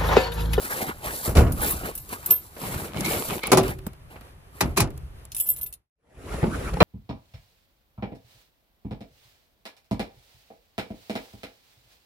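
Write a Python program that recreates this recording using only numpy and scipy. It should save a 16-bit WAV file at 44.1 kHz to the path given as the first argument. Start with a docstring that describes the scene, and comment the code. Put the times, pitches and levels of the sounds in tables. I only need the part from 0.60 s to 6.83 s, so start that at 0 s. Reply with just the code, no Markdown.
"""Unloading a pickup in snow

Someone in canvas work trousers walks through crusted snow behind a pickup, steel pins jingling in one hand.
A steel rail is dragged off the truck bed with a clank and set down in two bumps; the pins jingle again.
After a fade through silence, a log scrapes over the bed liner and knocks against the bed.
Blows are decaying octave noise plus damped modes, pins are clicks and modes, rubbing is shaped grainy noise."""
import sys
import numpy as np
from scipy import signal
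from scipy.fft import rfft, irfft, next_fast_len
from scipy.io import wavfile
from scipy.ndimage import uniform_filter1d, map_coordinates

SR = 44100
rng = np.random.default_rng(int(sys.argv[2]) if len(sys.argv) > 2 else 0)


def put_to_file(sound):
    """Save the sound as 16-bit audio at rate SR, in the file named by the first command-line argument."""
    columns = np.atleast_2d(sound).T  # one column per channel
    safe = np.clip(columns, -1, 1)
    whole_steps = np.round(safe * 32767)
    wavfile.write(sys.argv[1], SR, whole_steps.astype(np.int16))


N = 274743
TIME = np.arange(N) / SR
OCTAVES_HZ = 50 * 2 ** np.arange(9)

# Boots in snow. Each row: start in seconds, level in dB, bass in dB, treble in dB.
STEPS = [(0.455, -46.5, 17.5, 8), (0.674, -16.5, -2, -31), (0.751, -10, -2, -5), (0.769, -5.5, -3.5, -7.5),
         (0.804, -27.5, 14, -13), (0.864, -20, 0.5, -19)]
# Rail clanks on the truck bed. 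Each row: start in seconds, level in dB, bass in dB, treble in dB,
# rise in seconds, length factor.
KNOCKS = [(2.917, -8, -29.5, -4.5, 0.00098, 1), (2.928, -8, -17, -21, 0.0021, 0.4),
          (2.972, -11, -10, -2.5, 0.0011, 0.8)]
# Rail bumps down. Each row: start in seconds, level in dB, bass in dB, treble in dB,
# rise in seconds, length factor.
BUMPS = [(4.007, -4, -14, -9, 0.0018, 0.61), (4.02, -21, 7.5, -20, .003, 0.64),
         (4.168, -15, -11, -5, .002, 0.32), (4.1725, -7, -6, -4.5, 0.0015, 0.58),
         (4.181, -12.5, -3, -4.5, .0012, .45), (4.197, -9, -6, -15, 0.0012, 0.44),
         (4.202, -10, -14.5, -1.5, 0.00147, 0.71), (4.216, -22.5, 7, -14, .003, 0.47)]


def amp(db):
    """Amplitude of a level in dB."""
    return 10 ** (np.asarray(db) / 20)


def unit(x):
    """x at rms 1."""
    return x / np.sqrt(np.mean(x ** 2) + 1e-20)


def along(points, hz):
    """Interpolate (Hz, value) points on a log frequency axis."""
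    f, v = np.transpose(points)
    return np.interp(np.log(hz + 1), np.log(f + 1), v)


def wobble(rate_per_s, size=N):
    """Smooth random curve through rate_per_s knots a second."""
    knots = rng.standard_normal(int(size * rate_per_s / SR) + 4)
    return map_coordinates(knots, [np.arange(size) * rate_per_s / SR])


def filtered(x, response):
    """x times a complex response of frequency."""
    size = x.shape[-1]
    m = next_fast_len(size + 4096)
    return irfft(rfft(x, m) * response(np.fft.rfftfreq(m, 1 / SR)), m)[..., :size]


def coloured(x, spectrum):
    """x through (Hz, dB) points."""
    return filtered(x, lambda hz: amp(along(spectrum, hz)))


def add(track, start_s, sound):
    """Mix a sound in at start_s."""
    part = track[:, max(round(start_s * SR), 0):][:, :sound.shape[-1]]
    part += sound[..., :part.shape[-1]]


def ports(pair, lead_ms, scatter):
    """Direct and scattered sound reach two microphones; above 7.5 kHz the delay is the same for every source."""
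    # Share of unrelated sound. Each row: frequency in Hz, mixing angle in rad before the scatter factor.
    stray_angles = [(100, 0.13), (400, 0.33), (1000, 0.64), (2500, 0.56), (7000, 0.9), (9500, 0.16),
                    (16000, 0.033)]

    def half_delay(hz):
        delay_ms = np.interp(hz, [5500, 7500], [lead_ms, -.288])
        return np.exp(1j * np.pi * hz * delay_ms / 1000 * np.array([[1], [-1]]))

    def shares(hz):
        angle = scatter * along(stray_angles, hz)
        return np.array([np.cos(angle), np.sin(angle)])

    direct, stray = filtered(pair, shares)
    return filtered(np.array([direct + stray, direct - stray]), half_delay)


def grainy(rate_per_s, depth_db, size=N):
    """Two noises bunched into the same tiny slips."""
    slips = amp(depth_db * wobble(rate_per_s, size=size))
    return unit(rng.standard_normal((2, size)) * slips)


def ring(modes, t, age, vary_db, detune):
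    """Damped modes; each contact point and grip gives them new strengths and slightly new pitches."""
    total = 0
    for hz, db, t60 in modes:
        decay = amp(db + vary_db * rng.normal() - 60 * age / t60)
        pitch_hz = hz * (1 + detune * rng.normal())
        total = total + decay * np.sin(2 * np.pi * (pitch_hz * t + rng.random((2, 1))))
    return total


def blows(rows, body, modes, ring_db, grit_db, gain_db, cycles):
    """Each blow is a gritty burst whose octaves die at their own speeds, plus the ring of the body."""
    out, t = np.zeros((2, N)), np.arange(SR * 4 // 9) / SR
    body = np.array(body)
    band_db, band_t60 = along(body[:, [0, 1]], OCTAVES_HZ), along(body[:, [0, 2]], OCTAVES_HZ)

    def octave(hz):
        distance = np.abs(np.log2((hz + 1) / OCTAVES_HZ[:, None, None]))
        return np.sqrt(np.clip(1 - distance, 0, 1))

    def build_up(hz):  # the heavy, low motion takes longest to start
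        return 1 - np.exp(-(t * hz / cycles) ** 2)

    for start_s, db, bass_db, treble_db, rise_s, length in rows:
        age = t / max(length, .1)
        colour_db = along([(110, bass_db), (300, 0), (2500, 0), (7000, treble_db)], OCTAVES_HZ)
        bands = filtered(grainy(350, grit_db, size=len(t)), octave)
        ringing = sum(ring([mode], t, age, vary_db=2.5, detune=0.011) * build_up(mode[0]) for mode in modes)
        sound = amp(ring_db) * ringing
        for band, hz, level_db, t60 in zip(bands, OCTAVES_HZ, band_db + colour_db, band_t60):
            shape = amp(level_db - 60 * age / t60) * build_up(hz)
            sound = sound + unit(band * shape) * np.sqrt(np.mean(shape ** 2))
        add(out, start_s, amp(db + gain_db) * sound * (1 - np.exp(-t / max(rise_s, 1e-4))))
    return out


def contacts(rows, rise_s, length):
    """Give contacts of one kind their rise and length factor: the softer, the shorter."""
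    halving_db = 43  # a contact this much softer dies twice as fast
    hardest_db = max(row[1] for row in rows)
    return [(*row, rise_s, length * .5 ** ((hardest_db - row[1]) / halving_db)) for row in rows]


def footsteps():
    """Boots break the crust: noise bursts without modes."""
    # Octave spread of a blow on snow. Each row: frequency in Hz, level in dB, t60 in seconds at length 1.
    snow = [(47.5, 0.5, 0.71), (99, -0.5, 0.43), (197, -11, 0.83), (397, -6.5, 0.39), (1570, -15.5, 0.37),
            (3270, -13.5, 0.17), (12800, -11, 0.29)]
    rows = contacts(STEPS, rise_s=0.003, length=0.92)
    return blows(rows, snow, [], ring_db=0, grit_db=1.5, gain_db=-7, cycles=0.61)


def bed_knocks():
    """The rail strikes the truck bed and excites its damped modes."""
    # Octave spread on the bed. Each row: frequency in Hz, level in dB, t60 in seconds at length 1.
    bed = [(50, -13, 0.46), (118, -1.5, 0.42), (402, -5.5, 0.39), (895, -1, 0.1), (1790, -9.5, 0.094),
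           (3600, -13, 0.24), (8150, 4, 0.044), (12940, -3.5, 0.098)]
    # Ringing modes of the bed. Each row: frequency in Hz, level in dB, t60 in seconds at length 1.
    bed_modes = [(128.2, -13, 0.7), (174, -9.5, 0.35), (330, -14, 0.65), (381, -2.5, 0.52),
                 (420, -6.5, 0.22), (542, -4, 0.19), (637, -2.5, 0.11), (767, -4, 0.12), (860, -6, 0.17),
                 (1027, -6, 0.17), (1170, -9.5, 0.22), (1560, -11.5, 0.11), (1930, -11, .13),
                 (2245, -13.5, 0.16), (2490, -16.5, 0.18), (3950, -12.5, .1)]
    return blows(KNOCKS, bed, bed_modes, ring_db=-1.0, grit_db=-1.5, gain_db=-4.5, cycles=0.97)


def rail_bumps():
    """The rail hits the ground and rings in its own damped modes."""
    # Octave spread of the rail. Each row: frequency in Hz, level in dB, t60 in seconds at length 1.
    rail = [(50, -12, 0.97), (101, 4, 0.39), (382, -21.5, 0.66), (1076, -16.5, 0.32), (2580, -16.5, 0.18),
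            (6440, -2, 0.13), (12580, 2.5, 0.067)]
    # Ringing modes of the rail. Each row: frequency in Hz, level in dB, t60 in seconds at length 1.
    rail_modes = [(116, -6.5, 0.4), (163, -20, 0.35), (337, -5, 0.27), (384.8, -4, 0.34), (684, -7, 0.22),
                  (840, -2.5, 0.14), (1000, 7, 0.05), (1157, 6, 0.053), (1560, -7, 0.085), (2000, -4, 0.1),
                  (2230, -6.5, 0.1), (2405, 0, 0.085), (2610, -3.5, 0.07), (3940, -5.5, 0.07),
                  (4750, -12.5, .1)]
    return blows(BUMPS, rail, rail_modes, ring_db=-5.5, grit_db=1.5, gain_db=-7.0, cycles=2.2)


def rail_taps():
    """Light taps and scuffs of the rail: brief noise over a weak ring."""
    # Taps. Each row: start in seconds, level in dB, bass in dB, treble in dB.
    taps = [(1.965, -24.5, -20, -23), (2.138, -21, 14, -2), (2.343, -21.5, -14, -13),
            (2.834, -16, -19.5, -3), (2.869, -24, -11.5, 18), (3.006, -17.5, 4, -20), (3.031, -19.5, 9, 3),
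            (3.08, -20, 11, 5), (3.186, -34, -4, 7.5), (3.276, -35.5, 3, 6), (3.332, -38.5, -6, 6),
            (3.557, -27.5, -16.5, -26), (3.610, -32.5, 6, 3), (4.163, -20.5, -0.5, -3),
            (4.274, -31, -4.5, -4), (4.304, -38, 7, 11), (4.376, -42.5, 2, 20), (4.652, -41, -16, 22)]
    # Octave spread of a tap. Each row: frequency in Hz, level in dB, t60 in seconds at length 1.
    light = [(47.1, -8.5, 0.16), (299.6, -5.5, 0.064), (1000, -6, 0.074), (2300, -12, 0.12),
             (5000, -3.5, 0.007), (13060, 0, 0.024)]
    # Ringing modes of a tap. Each row: frequency in Hz, level in dB, t60 in seconds at length 1.
    light_modes = [(304, -6.5, .2), (1210, -1.5, 0.082), (2470, -9, 0.25), (2690, -8.5, 0.23)]
    rows = contacts(taps, rise_s=.002, length=0.95)
    return blows(rows, light, light_modes, ring_db=-18.0, grit_db=3.0, gain_db=-9.0, cycles=0.98)


def log_knocks():
    """The log hits the bed: damped modes that build up over a few cycles."""
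    # Knocks. Each row: start in seconds, level in dB, bass in dB, treble in dB,
    # rise in seconds, length factor.
    hits = [(6.203, -7.5, -3.5, -9.5, 0.001, 0.62), (6.2095, -7.5, 1, -22, 0.0026, 0.91),
            (6.219, -11, 16, -10, 0.0016, 0.54)]
    # Octave spread of the log. Each row: frequency in Hz, level in dB, t60 in seconds at length 1.
    wood = [(50, 7.5, .5), (118, 2.5, 0.41), (400, -6, 0.23), (800, -4.5, 0.21), (1600, -8.5, 0.12),
            (3200, -11.5, 0.082), (6400, -20, 0.15), (12800, -16, 0.14)]
    # Ringing modes of the log. Each row: frequency in Hz, level in dB, t60 in seconds at length 1.
    wood_modes = [(160, -6, .3), (456, -1.5, 0.26), (593, -5, 0.12), (873, -13, 0.066), (1158, -2, .07),
                  (1920, -12, .06), (2380, -2.5, 0.04), (2840, -15, 0.051), (3210, -9.5, 0.078),
                  (4010, -7.5, 0.06)]
    return blows(hits, wood, wood_modes, ring_db=1.0, grit_db=2.0, gain_db=-3.0, cycles=2.18)


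def dull_thuds():
    """Short, damped thuds of rail and log."""
    # Thuds. Each row: start in seconds, level in dB, bass in dB, treble in dB,
    # rise in seconds, length factor.
    thuds = [(3.266, -14.5, -1.5, 7, 0.0012, 0.14), (5.828, -12.5, 7.5, -50, 0.0015, 0.52),
             (5.837, -12, -8, -45, .0012, 0.62), (5.864, -21.5, 6.5, -24, 0.0022, 0.5),
             (6.169, -17.5, -20, -26, 0.0014, 0.38)]
    # Octave spread of a thud. Each row: frequency in Hz, level in dB, t60 in seconds at length 1.
    dull = [(49.3, -28, 0.34), (142, -0.5, 0.77), (400, -13.5, 0.219), (800, -15, 0.31),
            (1585, -18.5, 0.13), (3214, -9, 0.06), (6400, -30, 0.1), (12800, -12, 0.241)]
    # Ringing modes of a thud. Each row: frequency in Hz, level in dB, t60 in seconds at length 1.
    dull_modes = [(173.5, 1.5, 0.216), (350, -5, 0.22), (414, 0.5, 0.117), (515, -5.5, 0.051),
                  (847, -4.5, 0.11), (1560, -12, 0.057)]
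    return blows(thuds, dull, dull_modes, ring_db=-0.5, grit_db=-2.5, gain_db=-7, cycles=0.42)


def snow_crunches():
    """Lumps of snow give way under the rail: very gritty bursts without modes."""
    # Crunches. Each row: start in seconds, level in dB, bass in dB, treble in dB.
    lumps = [(2.363, -24, 6, -6), (2.406, -27, -4, 18.5), (2.448, -20.5, -3, 12), (2.509, -24, -3.5, -1)]
    # Octave spread of a crunch. Each row: frequency in Hz, level in dB, t60 in seconds at length 1.
    crunch = [(50, -19.5, .1), (200, -7, 0.16), (800, -7.5, 0.083), (3200, -5.5, 0.054), (12800, -6, 0.027)]
    rows = contacts(lumps, rise_s=.001, length=0.97)
    return blows(rows, crunch, [], ring_db=0, grit_db=6.0, gain_db=-11.5, cycles=0.6)


def impacts():
    """All blows of boots, rail and log share one delay and scatter at the microphones."""
    on_snow = footsteps() + snow_crunches()
    of_rail = bed_knocks() + rail_bumps() + rail_taps()
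    return ports(on_snow + of_rail + log_knocks() + dull_thuds(), lead_ms=-0.08, scatter=0.93)


def overtones(low_hz, high_hz, t60, t, count):
    """A crowd of short, weak modes, different for every point of contact."""
    hz = np.exp(rng.uniform(np.log(low_hz), np.log(high_hz), count))
    return ring([(f, 0, t60) for f in hz], t, t, vary_db=4.0, detune=0) / np.sqrt(count)


def jingling():
    """Each shake scatters small touches of uneven strength at random over its length."""
    # Shakes. Each row: start in seconds, length in seconds, ping in dB, other modes in dB,
    # click in dB, clack in dB.
    shakes = [(1.008, .115, -38, -58, -23.5, -64.5), (4.775, .025, -37.5, -50, -31, -46),
              (4.82, .1, -32, -44, -37, -55), (4.951, .04, -45, -59, -39, -55)]
    touches_per_s, scatter_db = 110, 0.5
    length_factor = 0.6  # pins pressed together ring briefly
    touches = []
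    for start_s, length_s, *levels_db in shakes:
        for _ in range(round(length_s * touches_per_s)):
            uneven_db = np.array(levels_db) + scatter_db * rng.standard_normal(len(levels_db))
            touches.append((start_s + length_s * rng.random(), *uneven_db, length_factor))
    return touches


def pins():
    """Small steel pins touch: a click, glints and a lower clack vary by contact point, then the pins ring."""
    # Pins touch. Each row: start in seconds, ping in dB, other modes in dB, click in dB, clack in dB,
    # length factor of the ring.
    clinks = [(0.921, -35, -39.5, -31, -40, 0.5), (1.257, -37, -63, -34, -45, .3),
              (1.352, -41, -44.5, -25, -45, .5), (1.377, -35, -44.5, -32, -44.5, 0.61),
              (1.398, -39, -59, -46, -63, 0.87), (1.491, -47, -53, -35, -45.5, .2),
              (1.66, -33, -39, -15.5, -45, 0.3), (1.702, -30, -60, -33, -38, .3),
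              (1.707, -7.5, -59, -21.5, -27, 0.88), (4.718, -48.5, -60.5, -34, -37.5, .3),
              (4.747, -46.5, -45, -27, -39.5, 0.54), (4.765, -32, -35, -22.5, -38, .5),
              (4.782, -32, -49, -36.5, -50, .3), (4.8, -22.5, -27, -21, -38.5, 0.94),
              (4.888, -17, -49, -29.5, -58, 0.44), (4.901, -19, -29.5, -34.5, -65, .5),
              (4.937, -43, -50, -31, -55.5, .5), (4.962, -35, -57, -41, -49, .4),
              (4.98, -40, -59, -40, -54, 0.35), (5.012, -24, -54, -37.5, -48, .25),
              (5.018, -25, -54, -32.5, -53, .25), (5.03, -19, -50, -27.5, -48, 0.32),
              (5.062, -29, -40, -40.5, -42, 0.6), (5.126, -36, -54, -25, -38, 0.46),
              (5.137, -41, -51, -25, -36.5, .4)]
    # Ringing modes of the pins. Each row: frequency in Hz, level in dB, t60 in seconds at length 1.
    pin_modes = [(2980, -22, 0.18), (3360, -20.5, 0.235), (4760, -26.5, 0.22), (5130, -23, 0.24),
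                 (7720, -4, 0.32), (9150, 6, 0.12), (10330, -9.5, 0.17), (10670, -4.5, .25),
                 (10770, -3, 0.49), (12200, -8.5, .2), (13100, 3.5, .1), (14950, 3.5, 0.15),
                 (15620, -4, 0.18)]
    # Clear ping of a pin. Each row: frequency in Hz, level in dB, t60 in seconds at length 1.
    ping_modes = [(13270, 1, 0.23), (9100, -19, 0.22)]
    # Bright click. Each row: frequency in Hz, relative level in dB per Hz.
    click_spectrum = [(1200, -35), (3000, -27), (6500, -11), (9800, 3.5), (11200, 4), (12000, -10.5),
                      (13300, 5), (15500, 2)]
    # Lower clack. Each row: frequency in Hz, relative level in dB per Hz.
    clack_spectrum = [(900, -32), (2700, -3.5), (4500, -8), (6800, 0), (9000, -16.5)]
    clink_rise_s, ping_rise_s, grip_s = 0.00045, 0.00058, .13
    burst_t60_s, glint_t60_s, clack_t60_s = 0.049, 0.077, 0.092
    out, t = np.zeros((2, N)), np.arange(SR // 4) / SR
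    brief = t[:SR // 10]

    def burst(spectrum):
        noise = unit(coloured(grainy(540, 1.3, size=len(brief)), spectrum))
        return noise * amp(-60 * brief / burst_t60_s)

    for start_s, ping_db, modes_db, click_db, clack_db, length in clinks + jingling():
        age = t / max(length, .1)
        glints = overtones(8500, 15800, glint_t60_s, brief, count=5)
        click = amp(-2.5) * burst(click_spectrum) + amp(-2.0) * glints
        low_modes = overtones(2500, 7500, clack_t60_s, brief, count=8)
        clack = amp(0.5) * burst(clack_spectrum) + amp(-4.0) * low_modes
        contact = amp(click_db) * click + amp(clack_db) * clack
        add(out, start_s, contact * (1 - np.exp(-brief / clink_rise_s)))

        cluster = amp(modes_db) * ring(pin_modes, t, age, vary_db=3, detune=0.002)
        ping = amp(ping_db) * ring(ping_modes, t, age, vary_db=0.0, detune=0.0011)
        # loose pins keep buzzing against each other, which blurs their tones, until the fingers choke them
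        chatter = 1 + .22 * wobble(160, size=len(t)) + .1 * wobble(1100, size=len(t))
        held = (1 - np.exp(-t / ping_rise_s)) * np.exp(-(t / grip_s) ** 2)
        add(out, start_s, (cluster + ping) * chatter * held)
    return ports(out, lead_ms=0.05, scatter=1.0)


def resonate(x, modes):
    """x through (Hz, width Hz, dB) resonances of alternating sign, at rms 1."""
    def response(hz):
        total = 0
        for k, (centre, width, db) in enumerate(modes):
            damping = 1j * hz * width
            total = total + (-1) ** k * amp(db) * damping / (centre ** 2 - hz ** 2 + damping)
        return total

    return unit(filtered(x, response))


def strokes(rows, rise_db_per_s, fall_db_per_s, axis=2):
    """Gain of rubbing strokes: each builds up, swells or sags, then dies; axis is the level column."""
    power = np.zeros(N)
    for row in rows:
        age, length_s, swell_db = TIME - row[0], max(row[1], .005), row[-1]
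        held_db = row[axis] + swell_db * (np.clip(age / length_s, 0, 1) - .5)
        rise_db = rise_db_per_s * np.maximum(-age, 0)
        fall_db = fall_db_per_s * np.maximum(age - length_s, 0)
        power += amp(held_db - rise_db - fall_db) ** 2
    return np.sqrt(power)


def lumpy(x, patchy_db):
    """The patch that rubs keeps shifting, so that bands surge and sink on their own."""
    z = signal.stft(x, nperseg=512)[2]
    field = uniform_filter1d(rng.standard_normal(z.shape[1:]), size=4, axis=0)
    field = uniform_filter1d(field, size=5, axis=1)
    depth_db = patchy_db * np.interp(np.fft.rfftfreq(512, 1 / SR), [1500, 5000], [1, .3])
    return unit(signal.istft(z * amp(depth_db[:, None] * unit(field)), nperseg=512)[1][:, :N])


def grit():
    """Grains of frozen snow crack in clumps: many faint, a few sharp."""
    # Crushed snow and grit. Each row: frequency in Hz, relative level in dB per Hz.
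    grit_spectrum = [(200, -14.5), (600, 0), (1150, -2.5), (1800, -12.5), (2900, -2), (4400, -14),
                     (7000, -18.5), (14000, -31.5)]
    grit_per_s, spread_db = 500, 5.5
    cracks = rng.random(N) < grit_per_s / SR
    size = amp(spread_db * np.minimum(rng.exponential(size=N), 3.5) + 3 * wobble(45))
    return lumpy(coloured(cracks * size * rng.standard_normal((2, N)), grit_spectrum), patchy_db=4)


def sliding():
    """Stick and slip on the ribbed liner drives the hollow truck bed, crushes grit and makes the steel sing."""
    # Rail pulled over the liner. Each row: start in seconds, length in seconds, drumming in dB,
    # scrape in dB, swell in dB.
    pulls = [(2.03, 0.27, -40.5, -37.5, -5), (2.365, 0.12, -30.5, -33.5, 0.5),
             (2.51, 0.062, -46, -27, -1.5), (2.7, 0.04, -39, -30.5, 2.5), (2.87, 0.046, -41, -32.5, -0.5)]
    # Steel edge catches and grates. 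Each row: start in seconds, length in seconds, level in dB, swell in dB.
    catches = [(2.362, 0.037, -47, -3), (2.447, 0.022, -29, -2), (2.836, 0.016, -29.5, -3)]
    # Log shoved along. Each row: start in seconds, length in seconds, judder in dB, scrape in dB, swell in dB.
    shoves = [(5.4, 0.47, -30.5, -32, -9), (5.88, 0.084, -35, -36.5, 10.5), (6.0, 0.095, -31.5, -34, 1.5),
              (6.145, 0.059, -32, -38.5, 4)]
    # Scrape on the liner. Each row: frequency in Hz, relative level in dB per Hz.
    liner = [(50, -13), (250, -3.5), (450, 1.5), (700, -5.5), (1100, -9), (2200, -14), (4500, -24.5),
             (7000, -25.5), (10000, -23), (14000, -32.5), (16000, -41)]
    # Low stick-slip judder. Each row: frequency in Hz, relative level in dB per Hz.
    judder_spectrum = [(25, -18.5), (50, 4.5), (170, -9.5), (270, -21.5), (600, -30), (2000, -81.5)]
    # Droning liner. Each row: frequency in Hz, width in Hz, relative level in dB.
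    liner_modes = [(161, 40, 10), (290, 23, -6), (335, 110, -0.5), (480, 220, -15.5), (517, 13, -13.5),
                   (715, 52, -31)]
    # Scraping steel rail. Each row: frequency in Hz, width in Hz, relative level in dB.
    steel_modes = [(780, 110, -11), (1266, 27, 1.5), (2080, 65, 1), (2266, 70, 9), (2517, 30, 2),
                   (2990, 130, -8.5), (4030, 690, -6.5)]
    # Hollow truck bed. Each row: frequency in Hz, width in Hz, relative level in dB.
    hollow = [(110, 81, -4.5), (160, 45, 1), (199, 26, 0.5), (338, 29, -6)]
    pull_db_per_s, catch_db_per_s, shove_db_per_s = (404.5, 262), (1503, 600.5), (398.5, 231)  # rise, fall

    scrape = lumpy(coloured(grainy(120, 0.58), liner), patchy_db=3.5)
    judder = unit(coloured(grainy(60, 4.4), judder_spectrum))
    drone = resonate(grainy(90, 9.3), liner_modes)
    grate = resonate(grainy(160, 2.4), steel_modes)

    drumming = strokes(pulls, *pull_db_per_s, axis=2) * resonate(grainy(70, 2.9), hollow)
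    friction = amp(-3.0) * scrape + amp(-12) * drone + amp(-13) * judder
    friction = friction + amp(-6.5) * grit() + amp(-15) * grate
    pulling = strokes(pulls, *pull_db_per_s, axis=3) * friction
    catching = strokes(catches, *catch_db_per_s) * grate

    juddering = strokes(shoves, *shove_db_per_s, axis=2) * (judder + amp(-10.5) * drone)
    scraping = strokes(shoves, *shove_db_per_s, axis=3) * scrape
    return ports(drumming + pulling + catching + juddering + scraping, lead_ms=-0.066, scatter=1.04)


def trousers():
    """Canvas ribs rub over each other, close by and to the left."""
    # A leg or sleeve swings past. Each row: start in seconds, length in seconds (at least 0.005 is used),
    # rub in dB, hiss in dB, swell in dB.
    swishes = [(0.025, 0.26, -38.5, -37, -7.5), (0.112, 0.012, -30, -35, 0), (0.19, 0.032, -28, -33.5, -3),
               (0.262, 0.037, -34, -56, 2), (0.455, 0.083, -32.5, -37, -9), (0.52, 0.16, -41.5, -35, 1),
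               (0.66, 0.028, -33.5, -31.5, -9), (1.01, 0.13, -30.5, -32.5, -2.5),
               (1.14, 0.031, -39, -38.5, 8), (1.255, 0.042, -35, -41, 0.5),
               (1.522, 0.0039, -32.5, -36, 7.5), (1.64, 0.088, -40.5, -45, 7),
               (2.02, 0.23, -39.5, -38.5, -4.5), (2.38, 0.034, -42.5, -41.5, -4),
               (2.465, 0.29, -36, -33, -3), (3.04, 0.065, -34, -41.5, -0.5), (3.51, 0.065, -50.5, -61, -6),
               (3.955, 0.045, -49, -53, 0.5), (4.06, 0.035, -43, -52.5, -5.5)]
    # Rub of the cloth. Each row: frequency in Hz, relative level in dB per Hz.
    rub_spectrum = [(40, -15), (170, -0.5), (400, 0), (750, -1.5), (1250, -2), (2000, -4), (4000, -16.5),
                    (6500, -26), (12000, -36)]
    # Hiss of the cloth. Each row: frequency in Hz, relative level in dB per Hz.
    hiss_spectrum = [(1500, -39), (4000, 5), (6500, 2.5), (8700, 11), (11000, 8), (14200, 11), (15000, -14),
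                     (16000, -22.5)]
    swish_db_per_s = (379, 275)  # rise, fall
    rustle_db, rustle_until_s, rustle_fall_db_per_s = -51, 1.84, 26

    rub = lumpy(coloured(grainy(220, 1.1), rub_spectrum), patchy_db=4)
    hiss = unit(coloured(grainy(300, 1.7), hiss_spectrum))
    pressure = amp(1.8 * wobble(35))
    # the cloth never rests while the legs move
    rustle = amp(rustle_db - rustle_fall_db_per_s * np.maximum(TIME - rustle_until_s, 0))
    rubbing = np.hypot(strokes(swishes, *swish_db_per_s, axis=2), amp(-6.0) * rustle)
    hissing = np.hypot(strokes(swishes, *swish_db_per_s, axis=3), rustle)
    return ports((rub * rubbing + hiss * hissing) * pressure, lead_ms=0.26, scatter=0.46)


def boom(rows, gain_db, fall_db_per_s):
    """Power per sample of the low rumble that heavy blows leave behind; gain is against the blow."""
    rise_s = .09
    power = 0
    for start_s, db, *_ in rows:
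        age = np.maximum(TIME - start_s, 0)
        power = power + (np.minimum(age / rise_s, 1) * amp(db + gain_db - fall_db_per_s * age)) ** 2
    return power


def outdoors():
    """A low rumble of air, swelling after heavy blows, under a faint, wide hush."""
    # Rumble of air. Each row: frequency in Hz, relative level in dB per Hz.
    rumble_spectrum = [(13, -39), (22, -1.5), (65, 6.5), (152, -2.5), (243, -26), (329, -20.5),
                       (400, -16.5), (520, -42), (880, -120)]
    # Hush of the open air. Each row: frequency in Hz, relative level in dB per Hz.
    hush_spectrum = [(100, -6), (400, -7), (1000, -8.5), (3000, -18), (7000, -27.5), (11000, -23),
                     (14000, -26.5), (16000, -41.5)]
    air_db, hush_db = -51, -55.5
    rumble = unit(coloured(grainy(13, 2.3), rumble_spectrum))
    hush = unit(coloured(grainy(17, 2.0), hush_spectrum))
    power = amp(air_db) ** 2 + boom(STEPS, -20.5, 34.7) + boom(KNOCKS, -25.5, 39) + boom(BUMPS, -24, 46)
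    return ports(rumble * np.sqrt(power) + hush * amp(hush_db), lead_ms=0, scatter=1.5)


def scene():
    """Sum of all sources."""
    return impacts() + pins() + sliding() + trousers() + outdoors()


def record(dry):
    """A fade through silence joins the two scenes; the loudest peaks are rounded and the band is limited."""
    fade_out = np.interp(TIME, [5.033, 5.338], [1, 0]) ** 2.9
    fade_in = np.interp(TIME, [5.02, 5.728], [0, 1]) ** 9.66
    x = dry * (fade_out + fade_in)
    x = x / (1 + np.abs(x / .92) ** 6) ** (1 / 6)
    top_hz = 15850
    return filtered(x, lambda hz: np.interp(hz, [top_hz, top_hz + 450], [1, 0]))


dry = scene()
out = record(dry)
put_to_file(out)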